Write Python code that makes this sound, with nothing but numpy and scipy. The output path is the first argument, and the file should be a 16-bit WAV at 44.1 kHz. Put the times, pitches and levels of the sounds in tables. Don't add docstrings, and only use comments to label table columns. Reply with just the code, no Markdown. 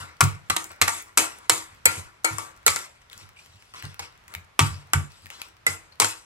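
import sys
import numpy as np
from scipy import signal
from scipy.fft import rfft, irfft, next_fast_len
from scipy.io import wavfile
from scipy.ndimage import uniform_filter1d, map_coordinates

SR = 44100
rng = np.random.default_rng(int(sys.argv[2]) if len(sys.argv) > 2 else 0)


def store_wav(level_fs):
    pcm = np.round(np.clip(np.atleast_2d(level_fs), -1, 1) * 32767)
    wavfile.write(sys.argv[1], SR, pcm.T.astype(np.int16))


N = 275625
HALF = np.array([[.5], [-.5]])


def amp(db):
    return 10 ** (np.asarray(db) / 20)


def unit(x):
    return x / np.sqrt(np.mean(x ** 2) + 1e-20)


def along(points, hz):
    f, v = np.transpose(points)
    return np.interp(np.log(hz + 1), np.log(f + 1), v)


def wobble(rate_hz):
    knots = rng.standard_normal(int(N * rate_hz / SR) + 4)
    return map_coordinates(knots, [np.arange(N) * rate_hz / SR])


def filtered(x, response):
    n = x.shape[-1]
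    m = next_fast_len(n + 8192)
    return irfft(rfft(x, m) * response(np.fft.rfftfreq(m, 1 / SR)), m)[..., :n]


def peak(hz, centre_hz, width_hz):
    return 1j * hz * width_hz / (centre_hz ** 2 - hz ** 2 + 1j * hz * width_hz)


# (frequency [Hz], level over the broad sound at ring_db 0 [dB], t60 at damping 1 [s])
BOWL_MODES = [(322, 14.5, 0.56), (464.6, 15.5, 0.061), (620, -9, 0.81), (912.7, 11, 0.25),
              (1155, 7.5, 0.57), (1270, 10.5, 0.33), (1388, 9.5, 0.22), (1778, 6.5, .2), (2032, 6.5, 0.031),
              (2245, 18, 0.1), (2560, 10, 0.54), (3163, 7.5, 0.12), (4040, 7.5, .15), (4260, 12.5, 0.13),
              (4780, 3, 0.34), (6780, 6, 0.18), (7330, 10.5, 0.034), (6970, 8.5, 0.33), (8030, 8.5, 0.057),
              (7640, 10, 0.078), (7940, 12.5, 0.0032)]
# (frequency [Hz], level [dB])
WALL_SPECTRUM = [(120, -51.5), (200, -12.5), (323, -12), (615, -8.5), (663, -8), (940, -2), (1520, -4),
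                 (4030, -14), (7970, -16), (12400, -18.5), (16400, -45)]


def wall(hz, ring_db, scatter_db, damping):
    total = np.ones(len(hz), complex)
    for k, (centre_hz, db, t60_s) in enumerate(BOWL_MODES):
        gain = amp(db + ring_db + rng.normal(0, scatter_db))
        width_hz = damping * np.log(1000) / (np.pi * t60_s)
        total += (-1) ** k * gain * peak(hz, centre_hz, width_hz)
    return total * amp(along(WALL_SPECTRUM, hz))


# (time [s], ring level [dB])
RING_FREEDOM = [(0, -6), (1.0, -11), (1.5, -5), (1.85, 1.5), (2.3, 4), (2.7, -4), (3.5, -11.5),
                (6.25, -3.5)]
# (low edge [Hz], high edge [Hz])
STRIKE_ZONES = [(200, 700), (700, 2500), (2500, 6000), (6000, 9500), (9500, 13000)]
# (time [s], middle-zone level [dB], second zone over it [dB],
# fourth zone (shimmer) over it [dB], body pitch [Hz], clatter t60 [s], left-right [dB])
STRIKES = [(0.2069, -30, 8.5, 4.5, 1236, 0.059, -2), (0.4991, -31, 3, -0.5, 1230, 0.041, -2.5),
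           (0.5638, -29, -2.5, -3, 1270, 0.022, -4), (0.815, -24, -4, -4.5, 1240, 0.058, -2),
           (0.8771, -34.5, 6, -1, 720, 0.047, -4.5), (1.1735, -29.5, 0.5, 4, 1305, 0.077, -1),
           (1.496, -24, -1, 2.5, 874, 0.034, -3.5), (1.8554, -28.5, 7, 10.5, 2390, 0.038, 2.5),
           (2.2443, -34.5, 5.5, 2, 836, 0.067, 1.5), (2.383, -48, 17, 12.5, 1150, 0.01, 6.5),
           (2.6639, -26, -1, 4, 1365, 0.037, -2.5), (2.6791, -27.5, 3.5, 3.5, 1290, 0.02, -5.5),
           (2.7602, -39.5, 0, 5, 1440, 0.03, 0.5), (3.7374, -57, 4, -7, 1180, 0.099, -1),
           (3.9932, -45.5, 1, -3, 882, 0.063, -2), (4.5922, -22.5, -1.5, -7.5, 1190, 0.047, -0.5),
           (4.9339, -30.5, 8, 4, 1490, 0.025, -1), (5.665, -34, 8, 0, 2040, 0.052, -5.5),
           (5.9999, -28.5, -3, 1.5, 1300, 0.061, 2), (6.0164, -35, 2.5, -5, 980, 0.11, -3),
           (6.0448, -35, -1, -1.5, 1390, 0.055, 2)]
KNOCK_DB, KNOCK_DB_PER_DB = -7, 0.52
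TOP_DB = -6.5
CRACK_T60_S = 0.004


def strikes():
    out, t = np.zeros((2, N + SR)), np.arange(SR // 2) / SR
    grid_hz = np.fft.rfftfreq(len(t), 1 / SR)
    for s, db, body_db, shimmer_db, body_hz, t60_s, pan_db in STRIKES:
        clatter_s = max(t60_s, CRACK_T60_S)
        landings = amp(4.46 * np.repeat(rng.standard_normal(len(t) // 50), 50))
        fade = amp(-60 * t / clatter_s) + 0.79 * amp(-60 * t / CRACK_T60_S)
        attack = 1 - np.exp(-t / 0.000067)
        force = rng.standard_normal(len(t)) * landings * fade * attack
        force = np.pad(force, (40, 0))[:len(t)]

        ring_db = np.interp(s, *np.transpose(RING_FREEDOM))
        grip = 1.3 * amp(-.45 * ring_db)

        def struck_patch(hz):
            clank = 1 + 2.0 * peak(hz, body_hz, 150)
            return wall(hz, ring_db, scatter_db=3.5, damping=grip) * clank

        sound = filtered(force, struck_patch)

        power = np.abs(rfft(sound)) ** 2 / (len(t) * SR * clatter_s)
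        knock_db = KNOCK_DB + KNOCK_DB_PER_DB * ring_db
        levels_db = db + np.array([knock_db, body_db, 0, shimmer_db, shimmer_db + TOP_DB])
        zone_gains = []
        for (lo, hi), level_db in zip(STRIKE_ZONES, levels_db):
            zone_db = 10 * np.log10(power[(grid_hz > lo) & (grid_hz < hi)].sum())
            zone_gains.append((np.sqrt(lo * hi), level_db - zone_db))

        lag_s = rng.normal(0, .00004)

        def place(hz):
            return amp(along(zone_gains, hz) + HALF * pan_db) * np.exp(2j * np.pi * hz * HALF * lag_s)

        out[:, round(s * SR) - 15:][:, :len(t)] += filtered(sound, place)
    return out[:, :N]


# (start [s], contact [s], middle-zone level [dB],
# low zone over it [dB], high zone (shimmer) over it [dB])
DRAGS = [(0.0, 0.0046, -38.5, 2.5, 0.5), (.21, 0.036, -33, 2.5, 5.5), (.505, 0.055, -49, 8, 9),
         (.57, 0.071, -47.5, 5.5, 9), (.7, 0.05, -54.5, 9, -5.5), (.82, 0.044, -36.5, 3.5, 4),
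         (.885, 0.089, -39.5, 2, 8.5), (1.18, 0.056, -28, 0, 5.5), (1.5, 0.08, -34, 0.5, 7),
         (1.865, 0.12, -39.5, 4.5, 6), (2.25, 0.12, -42, 4.5, 4.5), (2.385, 0.056, -43, 3.5, 5),
         (2.67, 0.11, -33, -2.5, 4.5), (3.11, 0.15, -54, 1, -2), (3.36, 0.53, -60, -7, -4),
         (3.755, 0.047, -45, -2.5, -5.5), (3.83, 0.063, -47.5, 0, -4.5), (4.019, 0.034, -45.5, 0, -5),
         (4.12, 0.017, -70, -2, -17), (4.28, 0.13, -63.5, 11, 2), (4.6, 0.071, -32.5, -3, 1.5),
         (4.94, 0.059, -44.5, 1, 8), (5.1, 0.29, -58.5, -2, -2.5), (5.3, 0.17, -49.5, -0.5, -4.5),
         (5.67, 0.067, -39.5, 1.5, 6), (6.01, 0.084, -32, -4, 6)]
# (low zone [dB/s], middle zone [dB/s], high zone [dB/s])
LIFT_FADE_DB_PER_S = [171, 219.5, 269.5]
SLOSH_DB, SLOSH_DB_PER_S = [-14.5, -18, -22], [42, 57.5, 72.5]
LAND_S, SAG_DB = .005, 7


def drags():
    power, t = np.zeros((3, N + SR)), np.arange(SR) / SR
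    fade, slosh_db, slosh_fade = np.array([LIFT_FADE_DB_PER_S, SLOSH_DB, SLOSH_DB_PER_S])[:, :, None]
    for s, contact_s, db, body_db, shimmer_db in DRAGS:
        after_s = np.maximum(t - contact_s, 0)
        sag = amp(-SAG_DB * np.minimum(t / contact_s, 1))
        lifted = amp(-fade * after_s) + amp(slosh_db - slosh_fade * after_s)
        landing = np.minimum(t / LAND_S, 1)
        zones = amp(db + np.array([[body_db], [0], [shimmer_db]]))
        power[:, round(s * SR):][:, :SR] += (zones * sag * lifted * landing) ** 2

    grit = rng.standard_normal(N) * amp(0.89 * wobble(400) + 1.5 * wobble(45))
    z = signal.stft(grit, nperseg=512)[2]
    patches = uniform_filter1d(rng.standard_normal(z.shape), 5, 0)
    patches = uniform_filter1d(patches, 8, 1)
    grit = signal.istft(z * amp(2.8 * unit(patches)), nperseg=512)[1][:N]
    rub = filtered(grit, lambda hz: wall(hz, ring_db=-8.5, scatter_db=1.5, damping=3.0))

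    out = np.zeros(N)
    edges_hz = [(0, 2500), (2500, 6000), (6000, 13500)]
    for zone_power, (lo, hi) in zip(power, edges_hz):
        zone = filtered(rub, lambda hz: (hz >= lo) & (hz < hi))
        out += np.sqrt(zone_power[:N]) * unit(zone)
    return out


# (time [s], peak level [dB], pitch [Hz])
TICKS = [(0.2394, -12.5, 6920), (0.6424, -22.5, 7400), (0.6924, -36.5, 6900), (0.7168, -33.5, 1620),
         (1.0236, -29.5, 10000), (1.386, -32.5, 8870), (2.7284, -23.5, 2410), (2.7896, -27.5, 7160),
         (3.0995, -34.5, 3430), (3.1308, -28, 3570), (3.1777, -33, 6880), (3.291, -35, 1380),
         (3.461, -36, 1670), (3.6242, -38.5, 2370), (3.825, -23.5, 2020), (3.853, -26, 4150),
         (3.9437, -30.5, 2390), (3.9997, -30, 3720), (4.2805, -34, 2020), (4.339, -24, 2040),
         (4.35, -18, 1976), (5.119, -40, 3500), (5.2586, -31, 2110), (5.2674, -31, 2030),
         (5.3026, -23, 2080), (5.4171, -16.5, 2540), (5.4852, -41, 1530)]
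EDGE_DB = -24.5


def ticks():
    out, t = np.zeros(N + SR), np.arange(SR // 20) / SR
    chance = rng.uniform(size=(70, 3))
    faint = [(a * N / SR, -52 + 9 * b, 1500 * 5 ** c) for a, b, c in chance]
    for s, db, pitch_hz in [*TICKS, *faint]:
        snap = rng.standard_normal(len(t)) * amp(-60 * t / .011)

        def ring_and_edge(hz):
            return 0.1 + peak(hz, pitch_hz, .4 * pitch_hz) + amp(EDGE_DB) * peak(hz, 10000, 5000)

        tick = filtered(snap, ring_and_edge)
        out[round(s * SR):][:len(t)] += amp(db) * tick / np.abs(tick).max()
    return out[:N]


# (time [s], peak level [dB], pitch [Hz])
SQUEAKS = [(3.3674, -41.5, 2440), (3.3883, -42, 2430), (5.921, -45, 4360), (5.929, -51, 4420)]


def squeaks():
    out, t = np.zeros(N + SR), np.arange(SR // 20) / SR
    for s, db, pitch_hz in SQUEAKS:
        noise = rng.standard_normal(len(t)) * t * amp(-60 * t / 0.013)
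        blip = filtered(noise, lambda hz: peak(hz, pitch_hz, .1 * pitch_hz) ** 2)
        out[round(s * SR):][:len(t)] += amp(db) * blip / np.abs(blip).max()
    return out[:N]


# (time near the swell's peak [s], low-mode level [dB])
THUMPS = [(0.009, -41.5), (0.233, -19), (0.511, -32.5), (0.345, -39.5), (0.41, -51), (0.708, -58),
          (0.828, -33.5), (1.208, -47.5), (1.519, -40), (1.732, -50.5), (1.879, -36), (1.987, -34.5),
          (2.322, -33.5), (2.701, -37.5), (3.16, -56), (3.226, -50.5), (3.491, -57.5), (3.552, -52),
          (3.751, -54), (3.849, -33.5), (4.014, -46.5), (4.37, -40), (4.622, -17), (4.72, -34), (4.96, -22),
          (5.03, -42), (5.243, -46), (5.695, -36.5), (6.035, -37.5)]
BOOM_HZ, BOOM_SPREAD, UPPER_HZ = 92.8, 0.045, 144
UPPER_DB, UPPER_DB_PER_DB = -4, .35


def thumps():
    out, t = np.zeros(N + SR), np.arange(SR // 2) / SR
    for s, db in THUMPS:
        pitch_hz = BOOM_HZ * (1 + BOOM_SPREAD * rng.normal())
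        upper_db = UPPER_DB + UPPER_DB_PER_DB * (db + 22.5)
        u = t / 0.02
        swell = u ** 2 * np.exp(2 - 2 * u)
        swell += 0.08 * (1 - np.exp(-u)) * amp(-60 * t / 0.7)
        boom = np.sin(2 * np.pi * pitch_hz * t)
        boom += amp(upper_db) * np.sin(2 * np.pi * UPPER_HZ * t + rng.uniform(0, 2 * np.pi))
        rumble = unit(filtered(rng.standard_normal(len(t)), lambda hz: peak(hz, 110, 110) ** 2))
        start = max(round((s - .018) * SR), 0)
        out[start:][:len(t)] += amp(db) * (boom + 0.31 * rumble) * swell
    return out[:N]


# (frequency [Hz], t60 [s])
KITCHEN_DECAY = [(200, 0.28), (2000, .25), (10000, 0.17)]


def kitchen(x):
    out, step = np.zeros((2, N + 2 * SR)), SR // 3
    for start in range(0, N, step):
        hz, t, z = signal.stft(rng.standard_normal((2, SR // 2)), SR, nperseg=256)
        decay = amp(-60 * t / along(KITCHEN_DECAY, hz)[:, None])
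        tail = signal.istft(z * decay, SR, nperseg=256)[1]
        tail = tail / np.linalg.norm(tail[0])
        echo = signal.fftconvolve(x[None, start:start + step], tail, axes=1)
        out[:, start + 130:][:, :echo.shape[1]] += echo
    return out[:, :N]


# (frequency [Hz], density [dB per Hz])
HISS_SPECTRUM = [(18, -24), (30, 2), (86, 7), (261, -6.5), (639, -5.5), (1110, -1.5), (2210, -5.5),
                 (11600, -26), (12900, -24), (14300, -66.5), (16400, -64)]
HISS_DB = -57.5


def hiss():
    a, b = rng.standard_normal((2, N))

    def turn(hz):
        return np.clip(along([(100, 0.17), (400, 1.0)], hz), 0, np.pi / 4)

    mid = filtered(a, lambda hz: amp(along(HISS_SPECTRUM, hz)) * np.cos(turn(hz)))
    side = filtered(b, lambda hz: amp(along(HISS_SPECTRUM, hz)) * np.sin(turn(hz)))
    return amp(HISS_DB + 1.3 * wobble(2.81)) * unit(np.array([mid + side, mid - side]))


# (frequency [Hz], left lead [rad])
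PORT_PHASE = [(0, 0.5), (690, -1.73), (5000, -2), (7240, -1.57), (10400, -1.5), (13000, -24),
              (13900, -36.5), (16100, -22)]
# (frequency [Hz], left-right [dB])
PORT_LEAN = [(60, -3.5), (150, 7.5), (380, 5.5), (950, 5.5), (2380, 1.5), (5980, 7), (15000, -5.5)]


def scene():
    bowl = strikes() + drags() + ticks() + squeaks()

    def ports(hz):
        return amp(HALF * along(PORT_LEAN, hz)) * np.exp(1j * HALF * along(PORT_PHASE, hz))

    near = filtered(bowl, ports)
    counter = thumps()
    room = amp(-9) * kitchen(bowl.mean(0)) + amp(-6) * kitchen(counter)
    return near + counter * amp([[-.3], [.3]]) + room + hiss()


TOP_HZ = 16500


def record(dry):
    soft = dry / (1 + np.abs(dry) ** 8) ** (1 / 8)
    return filtered(soft, lambda hz: np.clip((TOP_HZ - hz) / 300, 0, 1))


dry = scene()
out = record(dry)
store_wav(out)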